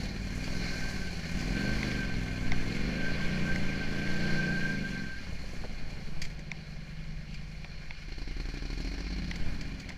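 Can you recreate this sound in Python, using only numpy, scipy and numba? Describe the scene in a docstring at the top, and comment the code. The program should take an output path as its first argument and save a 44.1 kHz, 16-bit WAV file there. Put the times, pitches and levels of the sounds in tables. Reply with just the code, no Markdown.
"""The uneven exhaust of a V-twin quad bike is heard first: it surges, idles and speeds up again in an icy creek.
The single microphone is close, on the rider, in a closed housing; each cycle's two firings ring the exhaust.
Gas and valve gear hiss in step, the drive belt sings as a narrow wandering resonance, and fuel pops in the pipe.
Ice cracks ring the housing, water splashes as grainy noise, and slow wind pressure rumbles behind.
Near the end come broad scrapes, made like the splashes, and a short rattle, made like the cracks."""
import sys
import numpy as np
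from scipy import signal
from scipy.fft import rfft, irfft
from scipy.io import wavfile
from scipy.ndimage import uniform_filter1d
from numba import njit

SR = 44100
rng = np.random.default_rng(int(sys.argv[2]) if len(sys.argv) > 2 else 0)


def master_out(mix):
    """Clip the mix to full scale and print it as 16-bit PCM to the path in sys.argv[1]."""
    frames = np.transpose(np.atleast_2d(mix))
    ceiling = np.clip(frames, -1, 1)
    pcm = np.round(ceiling * 32767).astype(np.int16)
    wavfile.write(sys.argv[1], SR, pcm)


N = 439677

# Engine speed. Columns: time_s, rate_hz (engine cycles per second)
ENGINE_SPEED = [(0.0, 18.1), (.14, 18.7), (0.3, 18.6), (.53, 21.6), (0.58, 21.9), (.77, 20.4), (.94, 18.8),
                (1.22, 15.7), (1.33, 17.1), (1.55, 22.6), (1.75, 26.5), (1.83, 26.3), (2.17, 21.1),
                (2.44, 19.8), (2.64, 20.6), (2.89, 25.0), (3.19, 28.8), (3.36, 30.7), (3.78, 26.5),
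                (3.88, 27), (4.11, 29.3), (4.22, 30.0), (4.55, 29.8), (4.72, 27.5), (4.89, 24),
                (5.08, 21.4), (5.44, 14.1), (5.77, 11.02), (6.19, 9.95), (8.04, 9.83), (8.59, 12.08),
                (9.18, 17.47), (9.97, 13.55)]
# Exhaust levels. Columns: time_s, ring_db, bark_db
EXHAUST_LEVELS = [(0.0, -38, -46.5), (0.22, -41.5, -53), (0.61, -38.5, -48.5), (1.14, -42, -50),
                  (1.28, -39.5, -51), (1.58, -33.5, -45), (2.33, -40, -50.5), (2.89, -35.5, -48),
                  (3.19, -37.5, -47.5), (3.36, -33, -47.5), (3.75, -37.5, -49), (4.44, -33, -45.5),
                  (5.05, -38.5, -57.5), (5.13, -50.5, -57), (5.3, -45, -57.5), (5.45, -48.5, -57),
                  (5.75, -47.5, -56), (6.0, -46.5, -57), (7.11, -45, -62), (7.9, -48, -61),
                  (8.05, -49.5, -59), (8.4, -44.5, -57), (8.86, -41, -54), (9.22, -40, -56),
                  (9.94, -47, -56.5), (9.97, -53, -59)]
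# Low exhaust and frame boom, before a random sway. Columns: time_s, level_db
BOOM_LEVEL = [(0, -36.5), (.6, -37), (1.2, -45), (1.35, -34.5), (1.8, -38.5), (3.6, -42), (4.6, -48),
              (5.5, -43.5), (6.3, -42.5), (6.5, -48), (6.75, -41), (7.7, -45.5), (8.1, -40), (9.1, -36.5),
              (9.97, -47.5)]
# Exhaust tone between boom and ring, before GRUNT_TRIM_DB. Columns: time_s, level_db
GRUNT_LEVEL = [(0.0, -41.5), (0.53, -46.5), (2.69, -39.5), (2.86, -50), (4.14, -44), (4.55, -53),
               (4.91, -49), (5.19, -48), (5.33, -42), (5.38, -60), (5.64, -46), (5.72, -60), (6.0, -48),
               (6.13, -60), (6.22, -49), (6.41, -58.5), (7.53, -54.5), (9.5, -46.5), (9.91, -49),
               (9.97, -56)]
# How the engine fires. Columns: time_s, crispness (0-1), tonal_share (exhaust tone in the boom's power, 0-1)
FIRING_CHARACTER = [(0, .45, .55), (.5, .35, .55), (.9, .2, .5), (1.4, .45, .5), (1.8, .25, .5),
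                    (2.7, .4, .5), (3, .2, .5), (5.1, .2, .45), (5.4, .25, .45), (6.3, .2, .7),
                    (7.95, .2, .72), (8.1, 1, .94), (8.7, 1, .94), (9.2, .8, .94), (9.5, .4, .8),
                    (9.97, .3, .7)]
# Brief exhaust dips as the engine misses a beat. Columns: centre_s, dip_db
MISSED_BEATS = [(5.19, -2), (5.77, -2), (7.97, -5)]

# Exhaust tone pulling at about 16, 20, 26 and 30 cycles per second.
# Columns: multiple (of the cycle rate), level_db
PULL_AT_16 = [(1, -18.0), (2, -18.0), (3, 0.0), (4, -29.0), (5, -6.0), (6, -14.0), (7, -19.0), (8, -29.0),
              (9, -30.0), (10, -7.0), (11, -8.0), (12, -25.0), (13, -30.0), (14, -19.0), (15, -16.0),
              (16, -34.0), (17, -36.0), (18, -38.0), (19, -22.0), (20, -26.0), (21, -34.0), (22, -26.0),
              (23, -30.0), (24, -32.0), (25, -42.0), (26, -34.0)]
PULL_AT_20 = [(1, -15.0), (2, -3.0), (3, -14.0), (4, -12.0), (5, 0.0), (6, -9.0), (7, -20.0), (8, -1.0),
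              (9, -11.0), (10, -7.0), (11, -14.0), (12, -9.0), (13, -5.0), (14, -19.0), (15, -18.0),
              (16, -14.0), (17, -33.0), (18, -15.0), (19, -27.0), (20, -21.0), (21, -18.0), (22, -21.0),
              (23, -26.0), (24, -25.0)]
PULL_AT_26 = [(1, -12.0), (2, -3.0), (3, -6.0), (4, -14.0), (5, -5.0), (6, -3.0), (7, 0.0), (8, -1.0),
              (9, -6.0), (10, -5.0), (11, -10.0), (12, -16.0), (13, -18.0), (14, -19.0), (15, -21.0),
              (16, -12.0), (17, -16.0), (18, -14.0), (19, -35.0), (20, -17.0), (21, -14.0), (22, -21.0)]
PULL_AT_30 = [(1, -23.0), (2, -11.0), (3, -10.0), (4, -28.0), (5, 0.0), (6, -1.0), (7, -3.0), (8, -17.0),
              (9, -15.0), (10, -15.0), (11, -11.0), (12, -19.0), (13, -20.0), (14, -19.0), (15, -21.0),
              (16, -19.0), (17, -21.0), (18, -22.0), (19, -19.0), (20, -28.0), (21, -22.0), (22, -29.0)]
# Exhaust tone idling near 10, reversing near 12 and 17 cycles per second.
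# Columns: multiple (of the cycle rate), level_db
IDLE_AT_10 = [(1, -4.0), (2, -19.0), (3, 0.0), (4, -23.0), (5, -3.0), (6, -31.0), (7, -21.0), (8, -11.0),
              (9, -23.0), (10, -31.0), (11, -25.0), (12, -40.0), (13, -15.0), (14, -8.0), (15, -16.0),
              (16, -4.0), (17, -34.0), (18, -17.0), (19, -16.0), (20, -34.0), (21, -14.0), (22, -19.0),
              (23, -30.0), (24, -31.0), (25, -45.0), (26, -39.0), (27, -35.0), (28, -46.0), (29, -39.0),
              (30, -41.0)]
REVERSE_AT_12 = [(1, -15.0), (2, -10.0), (3, 0.0), (4, -16.0), (5, -9.0), (6, -19.0), (7, -23.0),
                 (8, -13.0), (9, -25.0), (10, -24.0), (11, -17.0), (12, -31.0), (13, -11.0), (14, -16.0),
                 (15, -21.0), (16, -37.0), (17, -34.0), (18, -17.0), (19, -23.0), (20, -35.0), (21, -24.0),
                 (22, -26.0), (23, -28.0), (24, -17.0), (25, -25.0), (26, -25.0), (27, -23.0), (28, -49.0),
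                 (29, -28.0), (30, -32.0)]
REVERSE_AT_17 = [(1, -17.0), (2, -8.0), (3, 0.0), (4, -24.0), (5, -9.0), (6, -19.0), (7, -29.0), (8, -12.0),
                 (9, -17.0), (10, -9.0), (11, -11.0), (12, -32.0), (13, -18.0), (14, -20.0), (15, -23.0),
                 (16, -23.0), (17, -40.0), (18, -15.0), (19, -22.0), (20, -30.0), (21, -28.0), (22, -44.0),
                 (23, -33.0), (24, -46.0), (25, -48.0), (26, -39.0), (27, -35.0), (28, -49.0), (29, -46.0),
                 (30, -52.0)]

# Exhaust bark resonances. Columns: centre_hz, width_hz, level_db
BARK_MODES = [(284, 88, -1), (411, 113, 0), (557, 127, -0.5), (780, 136, -3.5)]
# Pipe modes rung by hard firings at low speed. Columns: pitch_hz, level_db, t60_s
PIPE_MODES = [(150, 0, .13), (208, -4, .09), (280, -1, .09), (335, -9, .07), (530, -17, .05)]
# Frame resonances. Columns: centre_hz, width_hz, level_db
FRAME_MODES = [(31.3, 12.2, -5.5), (50.8, 12.3, 0.5)]
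# Low exhaust rumble. Columns: centre_hz, width_hz, level_db
RUMBLE_MODES = [(85, 61, -9), (196, 89, 1)]
# Overrun pops in the pipe. Columns: start_s, peak_db, pitch_hz
PIPE_POPS = [(5.205, -42, 180), (5.266, -44, 549), (5.29, -39, 189), (5.324, -39.5, 400), (5.438, -41, 476),
             (5.53, -42, 479), (5.545, -45, 160), (5.637, -35.5, 700), (5.644, -39, 500), (5.645, -40, 170),
             (5.709, -39, 170), (5.825, -40, 169), (5.924, -48, 300), (6.088, -50, 304), (6.391, -43, 336)]

# Hiss levels, before flicker and throb. Columns: time_s, machinery_db, chatter_db, top_db
HISS_LEVELS = [(0.0, -44, -46, -55.5), (0.14, -49.5, -52.5, -65), (0.36, -48, -53, -58),
               (0.64, -43.5, -44.5, -54.5), (1.08, -47, -49.5, -58), (1.33, -46.5, -50, -59),
               (1.58, -42, -48.5, -55), (1.86, -41, -46, -56.5), (2.03, -43, -50, -59),
               (2.25, -46, -54, -60.5), (3.25, -41, -48.5, -59.5), (3.72, -43, -51, -60.5),
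               (4.36, -41.5, -48, -59), (4.91, -45.5, -52.5, -61.5), (5.14, -50, -55.5, -66.5),
               (5.55, -51, -55.5, -62.5), (5.77, -52.5, -57.5, -69), (6.4, -54.5, -59.5, -71),
               (7.08, -55, -60.5, -71.5), (8.02, -54, -57.5, -71.5), (8.8, -49.5, -51, -65),
               (9.05, -49, -50.5, -67), (9.97, -52.5, -59.5, -70)]
# Treble let in by the housing, widths before BAND_WIDENING. Columns: centre_hz, width_hz, level_db
HOUSING_MODES = [(1070, 118, -10), (1428, 80, -11), (1652, 275, -5), (1848, 77, -8), (2162, 114, -1),
                 (2404, 79, -0.5), (2860, 446, -10), (3430, 150, -15)]
# Valve gear, widths before BAND_WIDENING. Columns: centre_hz, width_hz, level_db
VALVE_MODES = [(4265, 320, 5.5), (4800, 510, -2.5), (5570, 490, -5)]
# Colour of the highest treble. Columns: frequency_hz, density_db (level per Hz)
TOP_COLOUR = [(5000, -30), (6000, 0), (7200, -5), (8400, -14), (10500, -13), (12000, -19), (15300, -21)]
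# Drive belt song, before a random sway. Columns: time_s, level_db, pitch_hz
BELT_SONG = [(0, -77, 1546), (0.44, -57, 1555), (0.5, -54, 1540), (0.89, -45, 1558), (1.05, -51, 1548),
             (1.22, -60, 1526), (1.55, -47.5, 1540), (1.68, -35.5, 1555), (1.75, -46, 1555),
             (1.9, -48, 1585), (2.0, -38, 1565), (2.11, -47.5, 1560), (2.24, -50, 1553),
             (2.28, -48.5, 1550), (2.56, -54.5, 1555), (2.9, -58, 1557), (2.98, -42, 1560),
             (3.44, -48.5, 1566), (3.5, -37.5, 1558), (3.55, -46.5, 1554), (3.72, -44, 1582),
             (3.9, -49, 1551), (4.02, -41, 1568), (4.4, -35, 1567), (4.69, -35, 1584), (4.85, -46, 1573),
             (5.02, -46.5, 1560), (5.12, -44, 1562), (5.18, -49, 1580), (5.27, -56.5, 1574),
             (5.33, -68, 1580), (6.1, -80, 1570)]

# Ice cracks, and a short rattle at the end (last three rows).
# Columns: start_s, peak_db, thud_db, snap_db (thud and snap relative to the crack)
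CRACKS_AND_RATTLE = [(0.4777, -34, -6, -20), (0.551, -41, -13, -20), (1.8295, -21.5, -25, -20),
                     (1.915, -28, -24, -20), (2.519, -20, -13.5, -11), (3.559, -23.5, -21, -13),
                     (4.0742, -29, -21, -18), (6.5162, -22.5, -18, -14), (7.645, -32.5, -11, -24),
                     (7.908, -25.5, -16, -24), (9.3124, -26, -17, -12), (9.845, -41, -18, -20),
                     (9.903, -32, -7, -20), (9.9244, -41, -14, -20)]
# Crack resonances, each passed twice. Columns: centre_hz, width_hz (of one pass), level_db
ICE_MODES = [(2170, 600, 0), (3300, 600, -12)]
# Splashes, and broad scrapes near the end (9.797 and 9.889 s).
# Columns: start_s, peak_db (of the envelope), top_db (relative to the peak), fade_s (to -60 dB)
SPLASHES_AND_SCRAPES = [(0.3482, -41, 4, 0.035), (0.4388, -31.5, -19, 0.081), (1.3886, -33, -17, 0.26),
                        (5.8994, -42, -22, 0.076), (6.215, -29.5, -16, 0.12), (6.2485, -40, -22, 0.08),
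                        (6.2991, -44, -18, 0.13), (6.3894, -43.5, -20, 0.12), (7.3396, -39, -25, 0.071),
                        (9.3546, -35, -22, 0.064), (9.6085, -31.5, -29, 0.056), (9.634, -43, -22, 0.04),
                        (9.797, -30.5, -29, 0.054), (9.817, -46, -10, 0.04), (9.889, -32, -23, 0.052),
                        (9.916, -43, -27, 0.076)]
# Spray through the housing. Columns: centre_hz, width_hz, level_db
SPRAY_MODES = [(2170, 360, 3.5), (3370, 340, -3.5), (4570, 610, 0), (7340, 2400, -16)]
# Wind on the housing, before a random sway. Columns: time_s, level_db
WIND_LEVEL = [(0.0, -50), (0.5, -37), (2.33, -40.5), (2.66, -25.5), (2.75, -36.5), (3.33, -28),
              (5.08, -37.5), (6.33, -32.5), (6.38, -40), (9.27, -51), (9.36, -29), (9.97, -47.5)]

REAR_LAG, START_PHASE = 270 / 720, .39  # both in engine cycles
RELEASE_S, REOPEN_S = 5.25, 8.0  # the throttle shuts, then opens again
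LOADED_S, LIGHT_RATE = 2.6, 21.5  # until the wheels bite, surges keep the tone of this speed (cycles per s)
IDLE_LATE_S = .019  # idling, the ring above 135 Hz leaves the silencer late
MISSED_BEAT_S = 0.056  # time constant of a dip
THUMP_DB, GRUNT_TRIM_DB = 0.5, -0.5  # thump relative to the exhaust ring; offset on the grunt level
STEP_DB, STEP_S = -4, .004  # pressure step beside the pipe modes, its fade constant
THROB_DB = 3.0  # throb scale per standard deviation of puff at full crispness; the hiss body swells by 0.75 and the top by 0.87 of it, in dB
BAND_WIDENING = 1.9  # widens each of two filter passes in the hiss
BELT_WIDTH_HZ = 42
CRACK_RING_S = .008  # fade to -60 dB of the noise striking the crack modes
TOP_HZ = 15250  # upper limit of the recorder


def undb(db):
    """Decibels to gain."""
    return 10 ** (np.asarray(db) / 20)


def unit(x):
    """Scale to rms 1."""
    return x / np.sqrt(np.mean(x ** 2))


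def curves(table):
    """Columns of a timed table, one value per sample."""
    s, *columns = np.transpose(table)
    return [np.interp(np.arange(N) / SR, s, c) for c in columns]


def walk(rate):
    """Random levels every 1 / rate s, joined by lines; spread near 1."""
    knots = rng.standard_normal(int(N / SR * rate) + 2)
    return np.interp(np.arange(N) * (rate / SR), np.arange(len(knots)), knots)


@njit
def svf(x, hz, width):
    """State-variable band-pass, gain 1 at the centre."""
    y, band, low = np.empty(len(x)), 0., 0.
    g, k = np.tan(np.pi * hz / SR), width / hz
    for i in range(len(x)):
        v = (band + g * (x[i] - low)) / (1 + g * (g + k))
        band, low, y[i] = 2 * v - band, low + 2 * g * v, k * v
    return y


def svf_twice(x, hz, width, second_width):
    """Two band-passes in a row give steeper skirts."""
    return svf(svf(x, float(hz), float(width)), float(hz), float(second_width))


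def resonate(x, modes):
    """Parallel resonances of alternating sign."""
    return sum((-1) ** k * undb(db) * svf(x, float(hz), float(w)) for k, (hz, w, db) in enumerate(modes))


def firings(cycles, scatter_db=1.0):
    """Pulses of both cylinders, and a gas envelope that swells at each firing and fades."""
    pulses = np.full(N, 1e-18)
    for lag in (0, REAR_LAG):
        cycle = np.arange(1, int(cycles[-1] - lag))
        at = np.interp(cycle + lag, cycles, np.arange(N)).astype(int)
        pulses[at] += undb(scatter_db * rng.standard_normal(400)[cycle])
    fade = np.exp(-1 / (.016 * SR))  # 16 ms time constant
    puff = uniform_filter1d(signal.lfilter([1], [1, -fade], pulses), SR // 250)
    return pulses, puff - uniform_filter1d(puff, SR // 5)


def exhaust(rate, cycles, pulses, puff):
    """Firings drive pipe tone, gas bark and thumps; frame drumming and a low exhaust rumble add noise."""
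    ring_db, bark_db = curves(EXHAUST_LEVELS)
    boom_db = curves(BOOM_LEVEL)[0] + 1.5 * walk(5.7)
    grunt_db = curves(GRUNT_LEVEL)[0] + GRUNT_TRIM_DB
    crisp, tonal = curves(FIRING_CHARACTER)
    t = np.arange(N) / SR
    dip_db = sum(db * np.exp(-((t - s) / MISSED_BEAT_S) ** 2) for s, db in MISSED_BEATS)

    # the upper multiples follow the bark
    boom, grunt, ring = tone(rate, cycles, np.clip(bark_db - ring_db + 12, -10, 0))
    gas = unit(undb(4 * crisp * puff / puff.std()) * rng.standard_normal(N))
    kicks = unit((pulses - pulses.mean()) / np.sqrt(rate))
    bark = unit(resonate(.45 * crisp * kicks + (1 - .5 * crisp) * gas, BARK_MODES))

    hard = np.clip(4 * crisp - 3, 0, 1)  # only the crispest firings thump
    ring = np.sqrt(1 - hard) * ring + np.sqrt(hard) * undb(THUMP_DB) * thump(kicks)
    drum = unit(resonate(rng.standard_normal(N), FRAME_MODES))
    rumble = unit(resonate(rng.standard_normal(N), RUMBLE_MODES))
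    ring = ring + undb(-15) * rumble
    low = undb(boom_db) * (np.sqrt(tonal) * boom + np.sqrt(1 - tonal) * drum)
    low = low + undb(grunt_db) * grunt
    return undb(dip_db) * (undb(ring_db) * ring + undb(bark_db) * bark + low)


def order_db(k, rate, speeds, tables):
    """Level of multiple k, read between the steady speeds."""
    levels = [t[k - 1][1] if k <= len(t) else -50 for t in tables]
    return np.interp(rate, speeds, levels)


def tone(rate, cycles, upper_db, step=32):
    """Multiples of the cycle rate, phased as firings three quarters of a turn apart: boom, grunt and ring."""
    rate, cycles = rate[::step], cycles[::step]
    t = np.arange(len(rate)) * step / SR
    after_release = np.clip((t - RELEASE_S) / 0.069, 0, 1)
    idle = after_release * np.clip(11.2 - rate, 0, 1)
    reversing = after_release - idle  # any speed above idle after the release
    closed = after_release * (t < REOPEN_S)
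    early = t < LOADED_S
    upper_db = upper_db[::step] - 4 * early - 6 * closed  # light load dulls the upper multiples
    pull_rate = np.where(early, np.minimum(rate, LIGHT_RATE), rate)

    out, power = 0, 1e-12
    for k in range(1, 31):
        hz = k * rate
        pull = order_db(k, pull_rate, [16, 20, 26, 30], [PULL_AT_16, PULL_AT_20, PULL_AT_26, PULL_AT_30])
        later = order_db(k, rate, [9.9, 11.6, 17], [IDLE_AT_10, REVERSE_AT_12, REVERSE_AT_17])
        level_db = pull + after_release * (later - pull) + 1.2 * walk(9)[::step]
        size = undb(level_db + upper_db * np.clip(hz / 40 - 6.5 + closed, 0, 1))
        pair = np.angle(1 + np.exp(-2j * np.pi * k * REAR_LAG))
        # pressure steps up at each firing; the pipe rings on near 170 Hz, which arrives late
        lag = 4.3 + 2 * np.arctan((hz - 170) / 40)
        lag = lag + 2 * np.pi * IDLE_LATE_S * idle * np.maximum(hz - 135, 0)
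        # above idle, the silencer adds its own ring near 195 Hz
        lag = lag + reversing * (np.pi + 2 * np.arctan((hz - 195) / 15))
        # crossovers: boom to grunt from 62 Hz, grunt to ring from 120 Hz
        high, higher = (np.clip((hz - edge) / 12, 0, 1) for edge in (62, 120))
        lag = lag - .5 * reversing * (1 - high)  # shifts the boom's peak against the step
        parts = size * np.array([1 - high, high - higher, higher])
        wander = .015 * k * walk(10)[::step]
        out = out + parts * np.cos(2 * np.pi * k * cycles + pair - lag + wander)
        power = power + parts ** 2 / 2 * (hz < 280)
    # level each part by its power below 280 Hz, then let it sway
    out = out / np.sqrt(uniform_filter1d(power, 100)) * undb(1.2 * walk(30)[::step])
    return signal.resample_poly(out, step, 1, axis=1)[:, :N]


def thump(kicks):
    """Each hard firing steps the pressure up and rings the pipe."""
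    t = np.arange(SR // 5) / SR
    ring = sum(undb(db - 60 * t / t60) * np.sin(2 * np.pi * hz * t) for hz, db, t60 in PIPE_MODES)
    step = undb(STEP_DB) * np.exp(-t / STEP_S) * np.minimum(t / .001, 1)
    return unit(signal.fftconvolve(kicks, ring + step - step.mean())[:N])


def pops():
    """Unburnt fuel pops dully in the pipe as the engine winds down: fading noise through one resonance."""
    out = np.zeros(N)
    t = np.arange(SR // 20) / SR
    for (s, db, hz), noise in zip(PIPE_POPS, rng.standard_normal((len(PIPE_POPS), len(t)))):
        pop = svf_twice(noise * undb(-60 * t / .06), hz, .6 * hz, .8 * hz)
        out[int(s * SR):][:len(t)] += undb(db) * pop / np.abs(pop).max()
    return out


def machinery(puff):
    """Gas and valve gear as a hiss that throbs with the firings and flickers."""
    hiss_db, chatter_db, top_db = curves(HISS_LEVELS)
    throb = THROB_DB * curves(FIRING_CHARACTER)[0] * puff / puff.std()
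    hiss = undb(hiss_db) * flickering(HOUSING_MODES)
    chatter = undb(chatter_db) * flickering(VALVE_MODES)
    body = undb(.75 * throb) * (hiss + chatter)
    top = undb(top_db + 0.87 * throb + 1.5 * walk(21)) * top_noise()
    return undb(0.13 * walk(60) + 0.56 * walk(12)) * (body + top)


def flickering(modes):
    """Steep noise bands, each flickering on its own."""
    out = 0
    for hz, width, db in modes:
        wide = BAND_WIDENING * width
        flicker_db = 1.0 * walk(14) + 1.44 * walk(120)
        out = out + undb(db + flicker_db) * svf_twice(rng.standard_normal(N), hz, wide, wide)
    return unit(out)


def top_noise():
    """Noise with the colour of the highest octave and a half."""
    hz, db = np.transpose(TOP_COLOUR)
    f = np.fft.rfftfreq(N, 1 / SR)
    colour = undb(np.interp(np.log(f + 1), np.log(hz), db, left=-90))
    return unit(irfft(rfft(rng.standard_normal(N)) * colour, N))


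def belt():
    """The loaded belt rubs a narrow, wandering cover resonance into a rough, sustained song."""
    db, hz = curves(BELT_SONG)
    slow = signal.butter(3, BELT_WIDTH_HZ / 2, fs=SR, output="sos")
    rub = signal.sosfilt(slow, rng.standard_normal(N) + 1j * rng.standard_normal(N))
    # rubbing that feeds itself holds a steadier strength than chance alone
    rub = rub / (1e-9 + np.abs(rub)) ** .25
    carrier = np.exp(2j * np.pi * np.cumsum(hz) / SR)
    return undb(db + 2.2 * walk(35)) * unit((rub * carrier).real)


def cracks_and_rattle():
    """Dry ice cracks ring the housing, each with a bright snap and a duller thud; so does the late rattle."""
    out = np.zeros(N + SR)
    t = np.arange(SR // 20) / SR

    def knock(noise, fade_s, modes):
        """Fading noise rings the modes, scaled to peak 1."""
        strike = noise * undb(-60 * t / fade_s)
        ring = sum(undb(db) * svf_twice(strike, hz, w, w) for hz, w, db in modes)
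        return ring / np.abs(ring).max()

    noises = rng.standard_normal((len(CRACKS_AND_RATTLE), 3, len(t)))
    for (s, db, thud_db, snap_db), noise in zip(CRACKS_AND_RATTLE, noises):
        crack = knock(noise[0], CRACK_RING_S, ICE_MODES)
        thud = knock(noise[1], 0.046, [(794, 550, 0)])
        snap = knock(noise[2], 0.0085, [(5640, 1300, 0)])
        out[int(s * SR):][:len(t)] += undb(db) * (crack + undb(thud_db) * thud + undb(snap_db) * snap)
    return out[:N]


def bursts(table, column_db):
    """Envelope of sudden onsets, each fading by 60 dB in its own time."""
    out = np.zeros(N)
    for (start_s, _, _, fade_s), db in zip(table, column_db):
        i = int(start_s * SR)
        t = np.arange(min(int(fade_s * SR), N - i)) / SR
        out[i:i + len(t)] += undb(db - 60 * t / fade_s) * np.minimum(t / .004, 1)  # 4 ms rise
    return out


def splashes_and_scrapes():
    """Splashes as grainy spray through the housing; the late broad scrapes use the same noise."""
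    rows = np.array(SPLASHES_AND_SCRAPES)
    peak_db, top_db = rows[:, 1], rows[:, 2]
    spray = unit(resonate(rng.standard_normal(N), SPRAY_MODES))
    grain = undb(3 * walk(200) - 6)
    return grain * (spray * bursts(rows, peak_db) + top_noise() * bursts(rows, peak_db + top_db))


def wind():
    """Slow pressure swings on the housing, with a tail into the bass."""
    db, = curves(WIND_LEVEL)
    push = resonate(rng.standard_normal(N), [(7, 4.95, -0.5), (18, 11.8, -13.0)])  # Hz, width Hz, dB
    return undb(db + 2.5 * walk(6.6)) * unit(push)


def scene():
    """Everything sums at one microphone in the open, with no echo."""
    rate, = curves(ENGINE_SPEED)
    cycles = START_PHASE + np.cumsum(rate) / SR
    pulses, puff = firings(cycles)
    engine = exhaust(rate, cycles, pulses, puff) + pops() + machinery(puff) + belt()
    return (engine + cracks_and_rattle() + splashes_and_scrapes() + wind())[None]


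def record(dry):
    """The recorder cuts the top with a steep low-pass."""
    return signal.sosfilt(signal.ellip(10, .2, 80, TOP_HZ, fs=SR, output="sos"), dry)


dry = scene()
out = record(dry)
master_out(out)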